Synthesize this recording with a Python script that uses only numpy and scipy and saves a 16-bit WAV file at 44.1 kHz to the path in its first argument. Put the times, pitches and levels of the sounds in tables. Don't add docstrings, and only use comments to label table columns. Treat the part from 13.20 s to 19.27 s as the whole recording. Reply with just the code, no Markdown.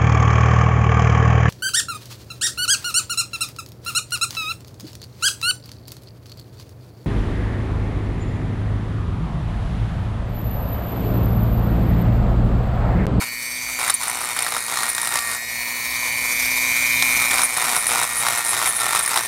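import sys
import numpy as np
from scipy import signal
from scipy.fft import rfft, irfft, next_fast_len
from scipy.io import wavfile
from scipy.ndimage import uniform_filter1d, map_coordinates

SR = 44100
rng = np.random.default_rng(int(sys.argv[2]) if len(sys.argv) > 2 else 0)


def transcribe(signal):
    frames = np.atleast_2d(signal).T
    limited = np.clip(frames, -1, 1)
    pcm = np.round(limited * 32767).astype(np.int16)
    wavfile.write(sys.argv[1], SR, pcm)


N = 267687
TIME = np.arange(N) / SR
SPURT_HZ = 119.95
PRESS_S, EASE_S = 0.011, 0.016


def amp(db):
    return 10 ** (np.asarray(db) / 20)

def unit(x):
    return x / np.sqrt(np.mean(x ** 2) + 1e-20)

def even(x, size):
    power = uniform_filter1d(uniform_filter1d(x ** 2, size), size // 2)
    return x / np.sqrt(np.abs(power) + 1e-12)

def curve(rows):
    return np.interp(TIME, *np.transpose(rows))

def wobble(rate):
    return map_coordinates(rng.standard_normal(int(N * rate / SR) + 4), [TIME * rate])

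def swell(start, length, rise, decay, lean_db=0):
    age = TIME - start
    hold = amp(lean_db * (np.clip(age / length, 0, 1) + 0.5))
    return np.clip(age / rise, 0, 1) * hold * np.exp(-np.maximum(age - length, 0) / decay)

def body(spectrum, modes=(), size=4096):
    hz = np.fft.rfftfreq(size, 1 / SR)
    knots_hz, level = np.transpose(spectrum)
    broad_db = np.interp(np.log(hz + 1), np.log(knots_hz), level)
    peaks_db = sum(lift / (1 + (2 * (hz - centre) / width) ** 2) for centre, width, lift in modes)
    cepstrum = irfft(np.log(amp(broad_db + peaks_db)))
    cepstrum[1:size // 2] *= 2
    cepstrum[size // 2 + 1:] = 0
    response = irfft(np.exp(rfft(cepstrum)))
    return response / np.linalg.norm(response)

def through(x, response):
    return signal.fftconvolve(x, response)[:N]


def current(firing=0.5, duty=0.37, rise=0.14):
    age = (TIME * SPURT_HZ - firing) % 1
    return np.clip(age / rise, 0, 1) * np.clip(1 - age / duty, 0, 1)


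def eddies(size=512, patchy_db=2.1):
    spectra = signal.stft(rng.standard_normal(N), nperseg=size)[2]
    patches = uniform_filter1d(rng.standard_normal(spectra.shape), size=4, axis=0)
    patches = uniform_filter1d(patches, size=30, axis=1)
    return unit(signal.istft(spectra * amp(patchy_db * unit(patches)), nperseg=size)[1][:N])


# (time [s], level [dB])
AIR_LEVEL = [(0, -33), (.6, -31.5), (.78, -34.5), (1.5, -34.5), (2.1, -31), (2.22, -32.5), (2.4, -30),
             (2.55, -31), (2.82, -28.5), (3.7, -25), (4.02, -25), (4.3, -31), (5.2, -32.5), (6.07, -33.5)]
def following(usual_db, slope, light_load_db=-32):
    return usual_db + slope * (curve(AIR_LEVEL) - light_load_db)


# (frequency [Hz], level [dB])
VENT_SPECTRUM = [(30, -20), (200, -5.5), (400, -9.5), (600, -4), (1500, 3.5), (2200, 1), (2750, -3),
                 (3300, -4.5), (4200, 2), (6500, -0.5), (8200, 4), (10500, -2), (13000, -0.5), (15000, -6),
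                 (15800, -22)]
RUMBLE_SPECTRUM = [(20, -69), (40, -34), (58, 0.5), (80, -19), (110, -6), (180, -25), (400, -27),
                   (2000, -79)]
# (frequency [Hz], bandwidth [Hz], lift [dB])
VENT_MODES = [(1025, 190, 7.4), (3730, 210, 5.1), (5990, 590, 4.2), (8760, 130, 3.4), (9380, 200, 4),
              (11000, 550, 4.6), (15400, 600, 3.6)]
BRUSH_PEAK = [(12600, 3400, 14)]
# (time [s], duration [s], frequency [Hz], half-width [Hz], level [dB])
BRUSH_BANDS = [(2.331, .42, 15500, 705.5, -45), (2.718, .65, 9490, 450, -46), (2.92, 0.28, 11800, 551, -36),
               (3.172, .92, 13200, 748, -38), (3.548, 0.46, 8950, 399.5, -39)]
def fan_and_brushes(turns, swirl_db=3.0, flutter_db=1.23, spark_db=4, rumble_db=-24):
    swirl = amp(swirl_db * np.cos(2 * np.pi * turns) + flutter_db * wobble(70))
    hiss = through(swirl * eddies(), body(VENT_SPECTRUM, VENT_MODES))
    sparks = unit(amp(spark_db * current()))
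    brush_noise = through(eddies(), body([(3000, -19), (11000, 0)], BRUSH_PEAK))
    brushes = amp(following(usual_db=-42.5, slope=1)) * brush_noise
    for start, length, hz, half_width, db in BRUSH_BANDS:
        band = through(rng.standard_normal(N), body([(10000, 0)], [(hz, 2 * half_width, 30)]))
        brushes += amp(db) * swell(start, length, rise=0.043, decay=0.043) * band
    rumble = through(rng.standard_normal(N), body(RUMBLE_SPECTRUM))
    return amp(curve(AIR_LEVEL)) * (hiss + amp(rumble_db) * rumble) + sparks * brushes


# (time [s], delay [ms])
VISE_DELAY = [(0, 0.42), (.7, 0.28), (1.3, 0.44), (2.15, 0.42), (2.35, 0.33), (2.9, 0.307), (3.1, 0.31),
              (6.07, 0.32)]
def reflected(x, share=0.27):
    lag = curve(VISE_DELAY) * SR / 1000
    return x + share * map_coordinates(x, [np.arange(N) - lag])


# (frequency [Hz], level [dB])
HOUSING_SPECTRUM = [(1000, -53), (1500, -37.5), (1750, -5.5), (2000, -13.5), (2150, 2), (2300, 9.5),
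                    (2440, 16.5), (2560, 9.5), (2800, -48), (4000, -54.5)]
# (frequency [Hz], bandwidth [Hz], lift [dB])
HOUSING_PEAK = [(1870, 125, 8)]
# (time [s], level [dB])
WHISTLE_LEVEL = [(0, -36), (.6, -36), (.7, -38), (1, -39.5), (1.6, -40), (1.8, -47), (2.15, -44),
                 (2.35, -36.5), (3.45, -34.5), (3.8, -40), (4.6, -44), (4.9, -54)]
# (multiple of the shaft speed, level re the air [dB])
SHAFT_TONES = [(1, -16), (2, -30), (7, -32), (12, -18), (14, -26), (15, -44), (16, -15.5), (24, -15)]
# (multiple of the spurt rate, level re the air [dB])
WINDING_TONES = [(1, -26.5), (3, -29.5), (4, -27.5), (5, -24.5), (6, -25), (7, -40)]
def motor(turns, speed, easy_hz=245, sag_hz=11, damped_db=-5, rough_db=1.3):
    load = np.clip((easy_hz - speed) / sag_hz, 0, 1)
    angle = 2 * np.pi * turns
    field = current() + 0.081 + 0.015 * load
    pull = np.sin(8 * angle) * field * amp(rough_db * wobble(120))
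    housing = even(through(pull, body(HOUSING_SPECTRUM, HOUSING_PEAK)), size=2940) / np.sqrt(2)
    whine = amp(following(usual_db=-28, slope=1.56)) * housing
    strain = load * amp(-44 + 2.7 * wobble(33)) * np.sin(16 * angle)
    whistle = amp(curve(WHISTLE_LEVEL) + 0.8 * wobble(30)) * np.sin(18 * angle)
    shaft = sum(amp(db + 1.5 * wobble(15)) * np.sin(k * angle) for k, db in SHAFT_TONES)
    spurt_angle = 2 * np.pi * SPURT_HZ * TIME
    buzz = sum(amp(db + 0.83 * wobble(5.16)) * np.sin(k * spurt_angle) for k, db in WINDING_TONES)
    return whine + strain + whistle + amp(curve(AIR_LEVEL)) * (amp(damped_db * load) * shaft + buzz)


# (time [s], duration [s], level [dB])
SMOOTH_RIDES = [(1.95, .19, -35), (4.88, .12, -37)]
# (multiple of the shaft speed, relative level [dB])
HUM_TONES = [(5, 0), (6, -8), (19, -6), (21, -10)]
def hums(turns):
    level = sum(amp(db) * swell(start, length, PRESS_S, EASE_S) for start, length, db in SMOOTH_RIDES)
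    tones = sum(amp(db + 3.7 * wobble(25.64)) * np.sin(2 * np.pi * k * turns) for k, db in HUM_TONES)
    return level * tones


# (time [s], frequency [Hz])
SQUEAL_PITCH = [(.75, 9310), (1.45, 9770), (2.1, 9270), (3.85, 8820), (4.25, 9750), (5.5, 9860),
                (6.07, 9465)]
def squeal(spread_hz=240):
    pitch = curve(SQUEAL_PITCH) + spread_hz * wobble(1200)
    return unit(np.sin(2 * np.pi * np.cumsum(pitch) / SR))


# (frequency [Hz], level [dB])
SIZZLE_SPECTRUM = [(1000, -24.5), (3000, -28), (6500, -13), (8000, -6), (8500, -3.5), (10100, -5.5),
                   (10700, -11), (13500, -11.5), (15800, -53)]
# (frequency [Hz], bandwidth [Hz], lift [dB])
CONTACT_MODES = [(8480, 180, 6), (8900, 260, 9), (9520, 160, 7), (9830, 330, 10), (10800, 170, 5),
                 (12000, 150, 4)]
def chirp(level, noise_db=-2):
    tone = level * squeal()
    sizzle = through(level * rng.standard_normal(N), body(SIZZLE_SPECTRUM, CONTACT_MODES))
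    return tone + amp(noise_db) * sizzle


# (time [s], duration [s], level [dB])
SLIPS = [(1.688, 0.015, -21.5), (4.241, .015, -20), (4.575, .04, -26), (4.678, 0.012, -21.5),
         (4.968, 0.049, -24.5), (5.177, 0.008, -25), (5.282, 0.03, -24.5), (5.471, 0.038, -23.5),
         (5.549, 0.027, -26), (5.827, 0.011, -23.5), (0.74, 0.0078, -17)]
def skids(turns, depth_db=8, peak_turn=0.33):
    level = np.zeros(N)
    for start, length, db in SLIPS:
        turned = turns - np.interp(start, TIME, turns)
        pulses = unit(amp(depth_db * np.cos(2 * np.pi * (turned - peak_turn))))
        level += amp(db) * swell(start, length, rise=0.0011, decay=0.0054) * pulses
    return chirp(level)


# (time [s], landing rate [Hz])
HOP_RATE = [(.8, 68), (1.4, 72), (1.8, 60), (4.2, 100), (5.1, 78), (5.3, 105), (5.7, 76)]
def chatter(turns, jitter_s=0.0007, scatter_db=0.8, hop_db=6.5, turn_db=-4):
    spurts = np.arange(1, int(TIME[-1] * SPURT_HZ) - 1)
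    timing, force, bounce = rng.standard_normal((len(spurts), 3)).T
    onsets = (((spurts + 0.6) / SPURT_HZ + jitter_s * timing) * SR).astype(int)
    hops = np.cumsum(np.exp(0.07 * bounce) * curve(HOP_RATE)[onsets] / SPURT_HZ)
    lands = np.diff(np.floor(hops), prepend=0) > 0
    depth = np.tanh(force)
    bites = np.bincount(onsets, amp(scatter_db * depth + hop_db * lands), N)
    high_spot = amp(turn_db) * np.diff(np.floor(turns), prepend=0)
    t = TIME[:SR // 20]
    rise_s, decay_s = 0.0006, 0.0024
    return through(bites + high_spot, np.exp(-t / decay_s) * (1 - np.exp(-t / rise_s)))


# (time [s], duration [s], rasp level [dB], sizzle level [dB])
LIGHT_TOUCHES = [(.795, 1.358, -38, -34), (4.1, 1.97, -31.5, -31)]
PRESSED_STROKES = [(-.02, 0.055, -30, -38), (.478, 0.018, -33.5, -33), (.58, 0.13, -28, -35),
                   (.795, 0.331, -30.5, -41), (1.15, 0.13, -28.5, -50), (1.305, 0.067, -27.5, -49),
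                   (1.475, 0.23, -29, -41), (1.78, 0.099, -31, -36), (1.905, 0.074, -26, -44),
                   (2.08, 0.07, -33, -36), (3.825, 0.15, -34.5, -33), (3.99, 0.1, -29, -31.5),
                   (4.1, 0.12, -23.5, -33), (4.355, 0.22, -25.5, -34), (4.685, 0.1567, -24, -32.5),
                   (5.005, 0.19, -25.5, -36), (5.24, 0.08, -29.5, -27), (5.32, 0.16, -24.5, -38),
                   (5.595, 0.16, -26.5, -40), (5.745, 0.053, -25, -31), (5.89, 0.11, -24.5, -47)]
def contact(tremor_db=0.7):
    rasp, sizzle = np.zeros((2, N))
    for start, length, rasp_db, sizzle_db in [*LIGHT_TOUCHES, *PRESSED_STROKES]:
        pressure = swell(start, length, PRESS_S, EASE_S, lean_db=1)
        rasp += (amp(rasp_db) * pressure) ** 2
        sizzle += (amp(sizzle_db) * pressure) ** 2
    return np.sqrt([rasp, sizzle]) * amp(tremor_db * wobble(30))


def grit(spread_db):
    return unit(rng.standard_normal(N) * amp(spread_db * rng.standard_normal(N)))


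def wheel_face(turns, wear_hz=14, grits=160):
    face = rng.standard_normal((int(N * wear_hz / SR) + 4, grits))
    return unit(map_coordinates(face, [TIME * wear_hz, turns % 1 * grits], mode="grid-wrap"))


# (frequency [Hz], level [dB])
RASP_SPECTRUM = [(40, -25), (130, -36), (260, -14.5), (550, -8.5), (750, 0), (1050, 2), (1450, 0.5),
                 (1650, -7), (2100, 0), (2800, -9), (5000, -13), (8000, -11.5), (12000, -11.5),
                 (15800, -23)]
VISE_SPECTRUM = [(30, -22), (85, -12), (115, -2), (150, -3), (195, -15), (300, -11), (390, -5), (450, -16),
                 (1500, -70)]
# (frequency [Hz], bandwidth [Hz], lift [dB])
METAL_MODES = [(1350, 50, 5), (1845, 60, 4), (3720, 230, 9.5), (3960, 110, 8), (4270, 110, 4),
               (4570, 90, 6), (5090, 45, 9), (5255, 60, 12), (5608, 70, 11.5), (6450, 110, 6),
               (7380, 200, 9), (7770, 60, 9), (8330, 80, 8)]
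def grinding(turns, rasp_level, sizzle_level, squeal_db=-5, shake_db=-23):
    push = chatter(turns)
    slip = np.abs(uniform_filter1d(push, size=100)) ** 1.7
    scrape = even(push * (0.55 * wheel_face(turns) + grit(spread_db=1)), size=2600)
    scratch = even(slip * grit(spread_db=1.5), size=2600)
    rasp = through(scrape * rasp_level, body(RASP_SPECTRUM, METAL_MODES))
    sizzle = through(scratch * sizzle_level, body(SIZZLE_SPECTRUM, CONTACT_MODES))
    shrill = even(slip * squeal(), size=2600) * sizzle_level
    shake = through(rng.standard_normal(N) * rasp_level, body(VISE_SPECTRUM))
    return rasp + sizzle + amp(squeal_db) * shrill + amp(shake_db) * shake


# (time [s], knock level [dB], scrape level [dB], relative chirp level [dB])
CATCHES = [(0.5956, -33, -31, -23), (0.6113, -31, -35, -24), (0.6381, -29, -37, -22),
           (0.6777, -23, -29, -18), (0.698, -18.5, -19.5, -13), (0.702, -26, -24, -13.5),
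           (0.8329, -24, -30, -20.5), (0.88, -28, -36, -17), (0.8972, -27, -32, -20),
           (1.039, -26, -38, -22), (1.1666, -29, -39, -24), (1.1897, -28, -20, -20),
           (1.2226, -27, -28, -16.5), (1.2397, -33, -32, -28), (1.2651, -26, -39, -34),
           (1.3228, -22, -25, -32), (1.348, -25, -30, -33), (1.3653, -24, -34, -29),
           (1.5721, -24, -26, -25), (1.6325, -20.5, -21, -20), (1.7493, -29, -24, -19.5),
           (1.781, -25, -21.5, -23), (1.8153, -37, -29, -18), (1.8729, -31, -23.5, -21),
           (1.9393, -23, -22, -18), (1.9566, -18, -24, -17), (1.972, -33, -27, -22),
           (1.9889, -31, -23, -19), (3.824, -18, -16.5, -18), (4.0194, -24, -23, -17.5),
           (4.1112, -23, -21, -15.5), (4.1408, -28, -26, -18), (4.183, -23, -20, -22),
           (4.194, -21, -21, -22), (4.2174, -25, -22, -16), (4.2331, -25, -28, -13),
           (4.3707, -35, -29, -16), (4.5631, -33, -25.5, -15.5), (4.667, -27, -24.5, -11),
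           (4.7169, -19, -25, -25), (4.758, -22, -27, -29), (4.8263, -17.5, -26, -21),
           (4.8328, -29, -21, -18), (5.0666, -19, -22, -25), (5.085, -22, -21, -19),
           (5.1741, -30, -32, -19), (5.4253, -25, -29, -21), (5.4591, -26, -27, -17),
           (5.6, -30, -29, -17.5), (5.7081, -23, -28, -29), (5.75, -23, -23, -16),
           (5.7588, -20.5, -29.5, -20.5), (5.7674, -21, -21, -29), (5.7919, -33, -32, -17),
           (5.8599, -23, -26, -17), (5.8767, -20, -26, -17), (5.9605, -18, -21, -20),
           (5.9742, -15.5, -16.5, -17)]
# (frequency [Hz], level [dB])
KNOCK_SPECTRUM = [(100, -32), (500, -12.5), (900, 3), (2100, 0), (2900, -23.5), (15800, -38)]
SCRAPE_SPECTRUM = [(600, -20), (2500, 0), (7000, 0), (10000, -7), (13000, -7), (15800, -12)]
def snags(crack_s=0.0003, tear_s=0.0029, span_s=0.005, chirp_gain_db=-1):
    t = TIME[:SR // 40]
    envelope = np.exp(-t / tear_s) + 1.5 * np.exp(-t / crack_s)
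    arch = np.sin(np.pi * np.minimum(t / span_s, 1))
    knock, scrape, slip = np.zeros((3, N))
    for start, knock_db, scrape_db, chirp_db in CATCHES:
        tear = envelope * rng.standard_normal((2, len(t)))
        tear *= np.sqrt(span_s * SR) / np.linalg.norm(tear, axis=1, keepdims=True)
        during = round(start * SR) + np.arange(len(t))
        knock[during] += amp(knock_db) * tear[0]
        scrape[during] += amp(scrape_db) * tear[1]
        slip[during] += amp(chirp_db) * arch
    knocks = through(knock, body(KNOCK_SPECTRUM, METAL_MODES))
    scrapes = through(scrape, body(SCRAPE_SPECTRUM, METAL_MODES))
    return knocks + scrapes + amp(chirp_gain_db) * chirp(slip)


# (time [s], rotation rate [Hz])
SHAFT_SPEED = [(0, 246.4), (.35, 252.3), (.6, 254.3), (.76, 248.7), (1.05, 244.2), (1.2, 243.1),
               (1.36, 237.7), (1.75, 234.9), (2.09, 232.8), (2.43, 244.5), (2.8, 251.5), (3.25, 254.9),
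               (3.75, 257.6), (4.14, 256.2), (4.31, 249.5), (4.6, 242.6), (4.75, 240.6), (4.9, 236.9),
               (5.2, 232.8), (5.36, 228), (6.07, 226.8)]
def scene():
    speed = curve(SHAFT_SPEED)
    rasp_level, sizzle_level = contact()
    unsteady_hz = np.interp(speed, [229, 234, 250], [2.8, 0.8, 0.1]) + 12 * rasp_level
    turns = np.cumsum(speed + unsteady_hz * wobble(50)) / SR
    wheel = grinding(turns, rasp_level, sizzle_level) + hums(turns) + skids(turns) + snags()
    return (motor(turns, speed) + reflected(fan_and_brushes(turns)) + wheel)[None]


def record(dry, ceiling=0.95, top_hz=15800):
    rounded = dry / (1 + np.abs(dry / ceiling) ** 6) ** (1 / 6)
    size = next_fast_len(N + SR // 2)
    passband = np.fft.rfftfreq(size, 1 / SR) < top_hz
    return irfft(rfft(rounded, size) * passband, size)[..., :N]


dry = scene()
out = record(dry)
transcribe(out)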